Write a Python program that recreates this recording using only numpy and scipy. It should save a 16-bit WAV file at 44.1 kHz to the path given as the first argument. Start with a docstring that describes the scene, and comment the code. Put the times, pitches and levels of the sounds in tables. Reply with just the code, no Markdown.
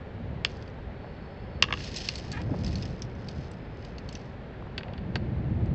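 """Wind rumbles on the microphone in gusts over a quiet yard. Loppers bite into a split board: it cracks
twice, the split runs on in a few snaps, and the blade crunches through the fibres. The wood creaks as the
blade slips in the cut, and splinters tick as the piece is twisted off. Boots shift on the turf, and the
tool knocks as it is opened again. Cracks and knocks ring the modes of the board and of the loppers."""
import sys
import numpy as np
from scipy import signal
from scipy.fft import rfft, irfft
from scipy.io import wavfile
from scipy.ndimage import uniform_filter1d

SR = 44100
rng = np.random.default_rng(int(sys.argv[2]) if len(sys.argv) > 2 else 0)


def generate_wav(signal):
    """Clip the signal to [-1, 1] and save it as 16-bit WAV at the path in sys.argv[1]."""
    frames = np.transpose(np.atleast_2d(signal))
    scaled = np.clip(frames, -1, 1) * 32767
    pcm = np.round(scaled).astype(np.int16)
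    wavfile.write(sys.argv[1], SR, pcm)


N = 253525
TIME = np.arange(N) / SR

# spectra of the yard's wash, its far low drone and the wind's rumble: (frequency [Hz], density [dB])
WASH_SPECTRUM = [(120, -32), (200, -7.5), (273, -1), (304, -12.5), (378, -3), (584, -6), (683, -10.5),
                 (749, -9.5), (1180, -17.5), (1760, -16.5), (3660, -30), (4400, -33), (6000, -48),
                 (8200, -58), (10700, -77.5), (18000, -120)]
DRONE_SPECTRUM = [(20, -19), (35, -11), (56, -1.5), (75, -6), (110, -14), (200, -37.5), (500, -67)]
WIND_SPECTRUM = [(18, -49), (30, -23), (48, -5.5), (98, 1.5), (152, -2.5), (199, -4.5), (233, -9),
                 (280, -18.5), (310, -11.5), (411, -22), (649, -26.5), (900, -35), (1170, -60.5),
                 (1980, -120)]
# faint high whistles: (start [s], end [s], pitch [Hz], width [Hz], level [dB])
FAR_WHISTLES = [(0.928, 1.7, 4450, 130, -71.5), (0.88, 4.2, 5100, 130, -76.5)]
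# gusts swell out of the breeze and die away: (peak time [s], level [dB], rise [s], fall [s])
WIND_GUSTS = [(0.33, -36, 0.24, 0.15), (1.63, -38.5, 0.15, 0.53), (2.62, -30, 0.55, 0.54),
              (3.35, -39.5, 0.38, 0.33), (5.17, -33.5, 0.42, 0.4), (5.64, -27.5, 0.7, 0.44)]
# short low thumps, like a footfall near 2.5 s, then puffs of wind: (time [s], level [dB], upper edge [Hz])
LOW_THUMPS = [(2.497, -37.5, 840), (2.518, -23, 262), (2.543, -31.5, 794), (3.395, -31.5, 222),
              (4.147, -37, 197), (5.72, -27, 205)]
# boots shift on the turf: (time [s], rise [s], level [dB], centre [Hz])
BOOT_SCUFFS = [(0.781, 0.005, -45, 656), (0.85, 0.037, -52.5, 530), (1.042, 0.0044, -46, 630),
               (4.622, 0.002, -39.5, 690), (4.663, 0.004, -44, 607), (4.84, 0.03, -46.5, 630)]
# the blade rubs in the cut: (time [s], level [dB], slip rate [1/s])
CREAK_CURVE = [(2.328, -44, 370), (2.343, -40.5, 420), (2.365, -44, 390), (2.376, -37.5, 438),
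               (2.386, -45.5, 445), (2.408, -46, 520), (2.424, -55, 380)]
# resonances of the wedged board and of the steel in the cut: (pitch [Hz], width [Hz], gain [dB])
WEDGED_MODES = [(960, 110, 6), (1300, 170, -1), (1720, 150, 8), (2130, 29, 3.5), (2420, 9.5, 7)]
BLADE_MODES = [(4440, 150, 1.5), (5040, 140, 2), (6300, 320, -13)]
# spectrum of parting fibres: (frequency [Hz], density [dB])
FIBRE_SPECTRUM = [(880, -39.5), (1500, -14.5), (1780, -3), (1920, -2.5), (2330, -5.5), (2470, 0.5),
                  (3700, -2), (5170, -3), (6350, -8), (7060, -16.5), (7750, -16.5), (8200, -18.5),
                  (10700, -64.5), (18000, -120)]
# each push or twist tears fibres: (peak time [s], level [dB], rise [s], fall [s])
BLADE_PUSHES = [(0.49, -61, .04, .26), (1.85, -47, .17, .12), (1.98, -44.5, 0.1, .42),
                (2.7, -53.5, 0.25, .38), (3.41, -60.5, 0.39, 0.25), (3.86, -63.5, 0.17, 0.17),
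                (4.15, -59.5, .15, .2)]
# the standout splinters: (time [s], level before gain [dB], pitch [Hz], relative edge [dB])
SPLINTER_SNAPS = [(0.6246, -52, 4760, -19), (0.678, -53.5, 4630, -21), (1.845, -39, 4150, -13),
                  (1.9626, -32, 5200, -9), (1.9705, -32.5, 4320, -11), (1.9858, -36.5, 5300, -20),
                  (2.019, -40, 5330, -19), (2.0538, -39, 5230, -16), (2.088, -24, 4400, -21.5),
                  (2.1562, -33.5, 4440, -14), (2.1855, -44, 5080, -5), (2.3175, -36, 4410, -7),
                  (2.3256, -38.5, 4570, -8), (2.417, -45.5, 5070, -11), (2.6467, -37.5, 5170, -16),
                  (2.6653, -36.5, 4950, -16), (2.6776, -43.5, 4460, -17), (2.756, -34, 4420, -21),
                  (2.8247, -38.5, 5100, -19), (2.8308, -44.5, 5050, -22), (2.8548, -43, 5220, -16),
                  (3.021, -34.5, 5640, -16), (3.2864, -39, 4700, -20), (3.516, -58.5, 7870, 6.5),
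                  (3.8494, -46.5, 4700, -13), (3.983, -43, 4430, -17), (4.0899, -41.5, 4440, -13),
                  (4.127, -46.5, 5170, -3), (4.1526, -40, 6050, -27), (5.6591, -59, 4820, -9)]
# modes of the loppers and of the board: (pitch [Hz], relative level [dB], t60 [s])
LOPPER_MODES = [(370, -7.5, 0.044), (720, -8.5, .04), (1565, -2.5, 0.034), (1924, -3, 0.023),
                (2620, -5, .026), (2880, -11, 0.043), (3430, -5.5, 0.023), (3870, -6.5, 0.027),
                (4420, 3.5, 0.026), (4820, 3, 0.023), (5540, -12, 0.023), (6630, -28, .018)]
BOARD_MODES = [(505, -16, 0.023), (745, -32, 0.006), (1110, -4.5, 0.015), (1254, -14, .04),
               (1663, -9.5, 0.025), (1940, -16.5, 0.034), (2120, -21, 0.02), (2743, -3.5, 0.019),
               (2894, -3.5, 0.011), (3430, -5, 0.0086), (3790, -10, 0.013), (3900, -4.5, 0.0053),
               (4520, -5.5, 0.015), (5073, -6.5, 0.021), (5770, -7.5, 0.0032), (6540, -15.5, 0.014)]
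# the loppers knock against the wood, and the board cracks:
# (time [s], level before gain [dB], relative body [dB], relative edge [dB], ring length [factor])
LOPPER_KNOCKS = [(4.7785, -24, -8.5, -7, 0.98), (4.8055, -41, 4.5, -14, 1), (4.8319, -33, -7, -16, 0.53),
                 (4.8818, -42, -1.5, -18, 0.96), (4.9347, -40, -11, -11.5, 0.94),
                 (4.9781, -42, -12.5, -10, 1), (5.1552, -23.5, -0.5, -6.5, 0.9)]
BOARD_CRACKS = [(0.4485, -12.5, -11.5, -7.5, 0.56), (1.6242, -6, -10.5, -7.5, 1),
                (1.6384, -21, -5.5, -34, 0.82), (1.6853, -36, 6.5, -27, 0.99),
                (1.7061, -32.5, 6.5, -37, 0.93), (1.7251, -17.5, -5.5, -16.5, 1),
                (1.7373, -23.5, -3, -15.5, 0.98), (1.7732, -34.5, -5.5, -11, 0.66),
                (1.8047, -35.5, -5.5, -32, 0.93), (2.088, -21, -15, -2, 0.79)]
# a hit's body, middle and edge bands: (bottom [Hz], low crossover [Hz], high crossover [Hz], top [Hz])
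BLOW_BANDS_HZ = (800, 2000, 4000, 8000)
SPLINTER_BANDS_HZ = (1500, 3500, 6500, 8200)


def amp(db):
    """Gain of a level in dB."""
    return 10 ** (np.asarray(db) / 20)


def unit_rms(x):
    """Scales x to an rms of 1."""
    return x / np.sqrt(np.mean(x ** 2) + 1e-20)


def loudest(x):
    """The rms of the strongest two milliseconds."""
    return np.sqrt(uniform_filter1d(x ** 2, 88, mode="constant").max())


def add(mix, s, sound):
    """Mixes a sound in at second s."""
    part = mix[max(round(s * SR), 0):][:len(sound)]
    part += sound[:len(part)]


def eq(x, points):
    """Minimum-phase EQ, so attacks stay clean; points are (frequency [Hz], gain [dB])."""
    hz, db = np.transpose(points)
    bins_hz = abs(np.fft.fftfreq(8192, 1 / SR))
    log_gain = np.log(amp(np.interp(np.log(bins_hz + 1), np.log(hz + 1), db)))
    response = np.fft.ifft(np.exp(np.conj(signal.hilbert(log_gain)))).real
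    return signal.fftconvolve(x, response[:len(response) // 2])[:len(x)]


def band(x, lo_hz, hi_hz, order=2):
    """Band-pass filter."""
    return signal.sosfilt(signal.butter(order, [lo_hz, hi_hz], "band", fs=SR, output="sos"), x)


def resonate(x, hz, width_hz):
    """One resonance at unity gain."""
    r = np.exp(-np.pi * width_hz / SR)
    return 2 * signal.lfilter([1 - r], [1, -r * np.exp(2j * np.pi * hz / SR)], x).real


def balanced(hit, edges_hz, db, body_db, edge_db):
    """Three-band EQ: sets the middle's level, and the body below and edge above relative to it."""
    bands = list(zip(edges_hz, edges_hz[1:]))
    body, middle, edge = (20 * np.log10(loudest(band(hit, *b, order=3))) for b in bands)
    lo, hi = bands[1]
    quarter_octave = 2 ** (1 / 4)
    hit = eq(hit, [(lo / quarter_octave, body_db - body + middle), (lo * quarter_octave, 0),
                   (hi / quarter_octave, 0), (hi * quarter_octave, edge_db - edge + middle)])
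    return amp(db) * hit / loudest(band(hit, lo, hi, order=3))


def dispersed(x, travel_s):
    """High bending waves arrive first: delay falls as 1 / sqrt(Hz), and is travel_s at 1 kHz."""
    hz = np.fft.rfftfreq(len(x), 1 / SR)
    return irfft(rfft(x) * np.exp(-4j * np.pi * travel_s * np.sqrt(1000 * hz)), len(x))


def swells(rows, curve, depth_db=20):
    """Envelope of swells that add in power; a curve of 1 gives a pointed top, 2 a round one."""
    power = np.zeros(N)
    for peak, db, rise, fall in rows:
        away = np.maximum((peak - TIME) / rise, (TIME - peak) / fall)
        power += amp(db - depth_db * np.minimum(abs(away), 5) ** curve) ** 2
    return np.sqrt(power)


def yard(wash_db=-46, drone_db=-46):
    """The ambience bed: a soft distant wash, a steady low drone and two thin whistles far off."""
    out = amp(wash_db) * unit_rms(eq(rng.standard_normal(N), WASH_SPECTRUM))
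    out += amp(drone_db) * unit_rms(eq(rng.standard_normal(N), DRONE_SPECTRUM))
    for start, end, hz, width, db in FAR_WHISTLES:
        noise = rng.standard_normal(round((end - start) * SR))
        whistle = resonate(resonate(noise, hz, width), hz, width)
        add(out, start, amp(db) * unit_rms(whistle) * signal.windows.tukey(len(whistle), 0.2))
    return out


def wind(breeze_db=-42.5, steadiness=0.24):
    """Lumpy low turbulence rides the gusts."""
    eddies = unit_rms(eq(rng.standard_normal(N), WIND_SPECTRUM))
    eddies /= uniform_filter1d(eddies ** 2, size=4000) ** (steadiness / 2)  # gentle compression
    return np.hypot(amp(breeze_db), swells(WIND_GUSTS, curve=1.84)) * eddies


def thumps():
    """Short, soft bursts of low noise: first like a footfall, later puffs of wind."""
    out, swell = np.zeros(N), signal.windows.hann(SR // 32)
    for s, db, edge_hz in LOW_THUMPS:
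        thump = band(rng.standard_normal(len(swell)), 70, edge_hz, order=4)
        add(out, s - len(swell) / 2 / SR, amp(db) * unit_rms(thump) * swell)
    return out


def echoes(x, near_db=-15, near_t60=0.064, far_db=-27, far_t60=0.47):
    """The ground and the woodpile throw back a brief scatter, the trees a faint longer tail."""
    t = np.arange(SR // 2) / SR
    near, far = rng.standard_normal((2, len(t))) * amp(-60 * t / np.array([[near_t60], [far_t60]]))
    response = amp(near_db) * near / np.linalg.norm(near) + amp(far_db) * far / np.linalg.norm(far)
    return signal.fftconvolve(x, np.pad(response, (SR // 250, 0)))[:N]  # 4 ms pre-delay


def boots():
    """A sole presses the grass with a soft, dull rustle about an octave wide."""
    out, t = np.zeros(N), np.arange(SR // 3) / SR
    for s, rise, db, hz in BOOT_SCUFFS:
        swell = t / rise * np.exp(1 - t / rise)
        rustle = band(rng.standard_normal(len(t)), hz / np.sqrt(2), hz * np.sqrt(2))
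        add(out, s, amp(db) * swell * unit_rms(rustle))
    return out


def creak(jitter=0.058):
    """Uneven slips of the blade drive the resonances of the wedged board."""
    s, db, rate = np.transpose(CREAK_CURVE)
    out, t = np.zeros(N), np.arange(s[0], s[-1], 1 / SR)
    wander = unit_rms(uniform_filter1d(rng.standard_normal(len(t)), 100))
    slip_rate = np.interp(t, s, rate) * (1 + jitter * wander)
    slips = np.diff(np.floor(np.cumsum(slip_rate) / SR), prepend=0)  # one click per slip
    ring = sum(amp(level) * resonate(slips, hz, width) for hz, width, level in WEDGED_MODES)
    add(out, s[0], amp(np.interp(t, s, db)) * unit_rms(band(ring, 750, 4400)))
    return out


def tearing(envelope, peak_per_s=1000, spread_db=1.5, thinning=0.65, rub_db=-6):
    """The crunch: fibres part thick and fast, thinning as the cut eases, over the blade's rubbing hiss."""
    density = (envelope / envelope.max()) ** thinning
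    sizes = rng.choice([-1, 1], N) * amp(spread_db * np.minimum(rng.exponential(1, N), 3))
    breaks = unit_rms((rng.random(N) < density * peak_per_s / SR) * sizes)
    breaks *= np.sqrt(density.mean() / (density + 1e-9))  # equal power, sparse or dense
    drive = envelope * (breaks + amp(rub_db) * rng.standard_normal(N))
    wood = eq(drive, FIBRE_SPECTRUM)
    blade = sum(amp(db) * resonate(wood, hz, width) for hz, width, db in BLADE_MODES)
    return np.std(drive) * unit_rms(dispersed(wood + blade, travel_s=0.0026))


def small_splinter_cues(envelope, most=48, peak_per_s=30, thinning=0.2, peak_db=-41, follow=0.88):
    """Small splinters give way by chance, more often and louder the harder the fibres tear."""
    chance = rng.random(most)
    offsets_db, pitches_hz = rng.normal(0, 2, most), rng.normal(5000, 600, most)
    strain = envelope / envelope.max()
    expected_count = np.cumsum(strain ** thinning) * peak_per_s / SR
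    onsets = np.searchsorted(expected_count, np.arange(most) + chance)
    return [(at / SR, peak_db + follow * 20 * np.log10(strain[at]) + offset, hz, -11)  # as SPLINTER_SNAPS
            for at, offset, hz in zip(onsets, offsets_db, pitches_hz) if at < N]


def splinters(rows, gain_db=0.5, width_hz=420, rasp_db=-3, rasp_t60=0.019, rise_s=0.0017, lead_s=0.00073):
    """A thin splinter rings for a few cycles at its own pitch, amid the rasp of its break."""
    out, t = np.zeros(N), np.arange(SR // 20) / SR
    rasp_envelope = amp(-60 * t / rasp_t60) * (1 - np.exp(-t / rise_s))
    for s, db, hz, edge_db in rows:
        ring = t * np.exp(-np.pi * width_hz * t) * np.sin(2 * np.pi * hz * t)
        rasp = eq(rng.standard_normal(len(t)) * rasp_envelope, FIBRE_SPECTRUM)
        snap = ring / loudest(ring) + amp(rasp_db) * rasp / loudest(rasp)
        body_db = min(-46.5 - db, -2)  # a stronger snap rings purer, with less body
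        add(out, s - lead_s, balanced(snap, SPLINTER_BANDS_HZ, db + gain_db, body_db, edge_db))
    return out


def blows(rows, modes, snap_db, rasp_db, rasp_t60, travel_s, gain_db, lead_s):
    """A sharp snap, ringing modes and a short rasp; where the blow lands sets its body and edge."""
    out, t = np.zeros(N), np.arange(SR // 8) / SR
    snap = band(signal.unit_impulse(len(t), SR // 3000), 2000, 4600)
    for s, db, body_db, edge_db, length in rows:
        detune = 1 + 0.0022 * rng.standard_normal(len(modes))
        # neighbouring modes move in opposite senses, so the ring swells for a millisecond
        ring = sum((-1) ** k * amp(level - 60 * t / (t60 * length)) * np.sin(2 * np.pi * hz * detune[k] * t)
                   for k, (hz, level, t60) in enumerate(modes))
        rasp_envelope = amp(-60 * t / (rasp_t60 * length)) * (1 - np.exp(-t / 0.0019))
        rasp = band(rng.standard_normal(len(t)), 350, 3900) * rasp_envelope
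        hit = ring / loudest(ring) + amp(snap_db) * snap / loudest(snap)
        hit += amp(rasp_db) * rasp / loudest(rasp)
        hit = dispersed(hit, travel_s)
        add(out, s - lead_s, balanced(hit, BLOW_BANDS_HZ, db + gain_db, body_db, edge_db))
    return out


def lopper_knocks():
    """The loppers knock against the wood and ring briefly as they are opened."""
    return blows(LOPPER_KNOCKS, LOPPER_MODES, snap_db=-29, rasp_db=-7.5, rasp_t60=0.026,
                 travel_s=0.003, gain_db=-6, lead_s=0.0011)


def board_cracks():
    """The hero sound: each jump of the split rings the board with a dry, hard crack."""
    return blows(BOARD_CRACKS, BOARD_MODES, snap_db=-22, rasp_db=-6.5, rasp_t60=0.0099,
                 travel_s=0.0027, gain_db=-4.5, lead_s=0.0014)


def scene():
    """The cut, the knocking tool and the boots, with their echoes, over the wind and the yard."""
    hits = board_cracks() + lopper_knocks()
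    bed = wind() + thumps() + yard()
    tear_envelope = swells(BLADE_PUSHES, curve=1.6)
    foley = hits + tearing(tear_envelope) + creak() + boots()
    foley += splinters(SPLINTER_SNAPS + small_splinter_cues(tear_envelope))
    return (foley + echoes(foley) + bed)[None]


def record(dry):
    """A steep high cut at 8 kHz takes the top off the mix."""
    high_cut = signal.firwin(161, 8000, window=("kaiser", 7), fs=SR)
    return signal.oaconvolve(dry, high_cut[None], "same")


dry = scene()
out = record(dry)
generate_wav(out)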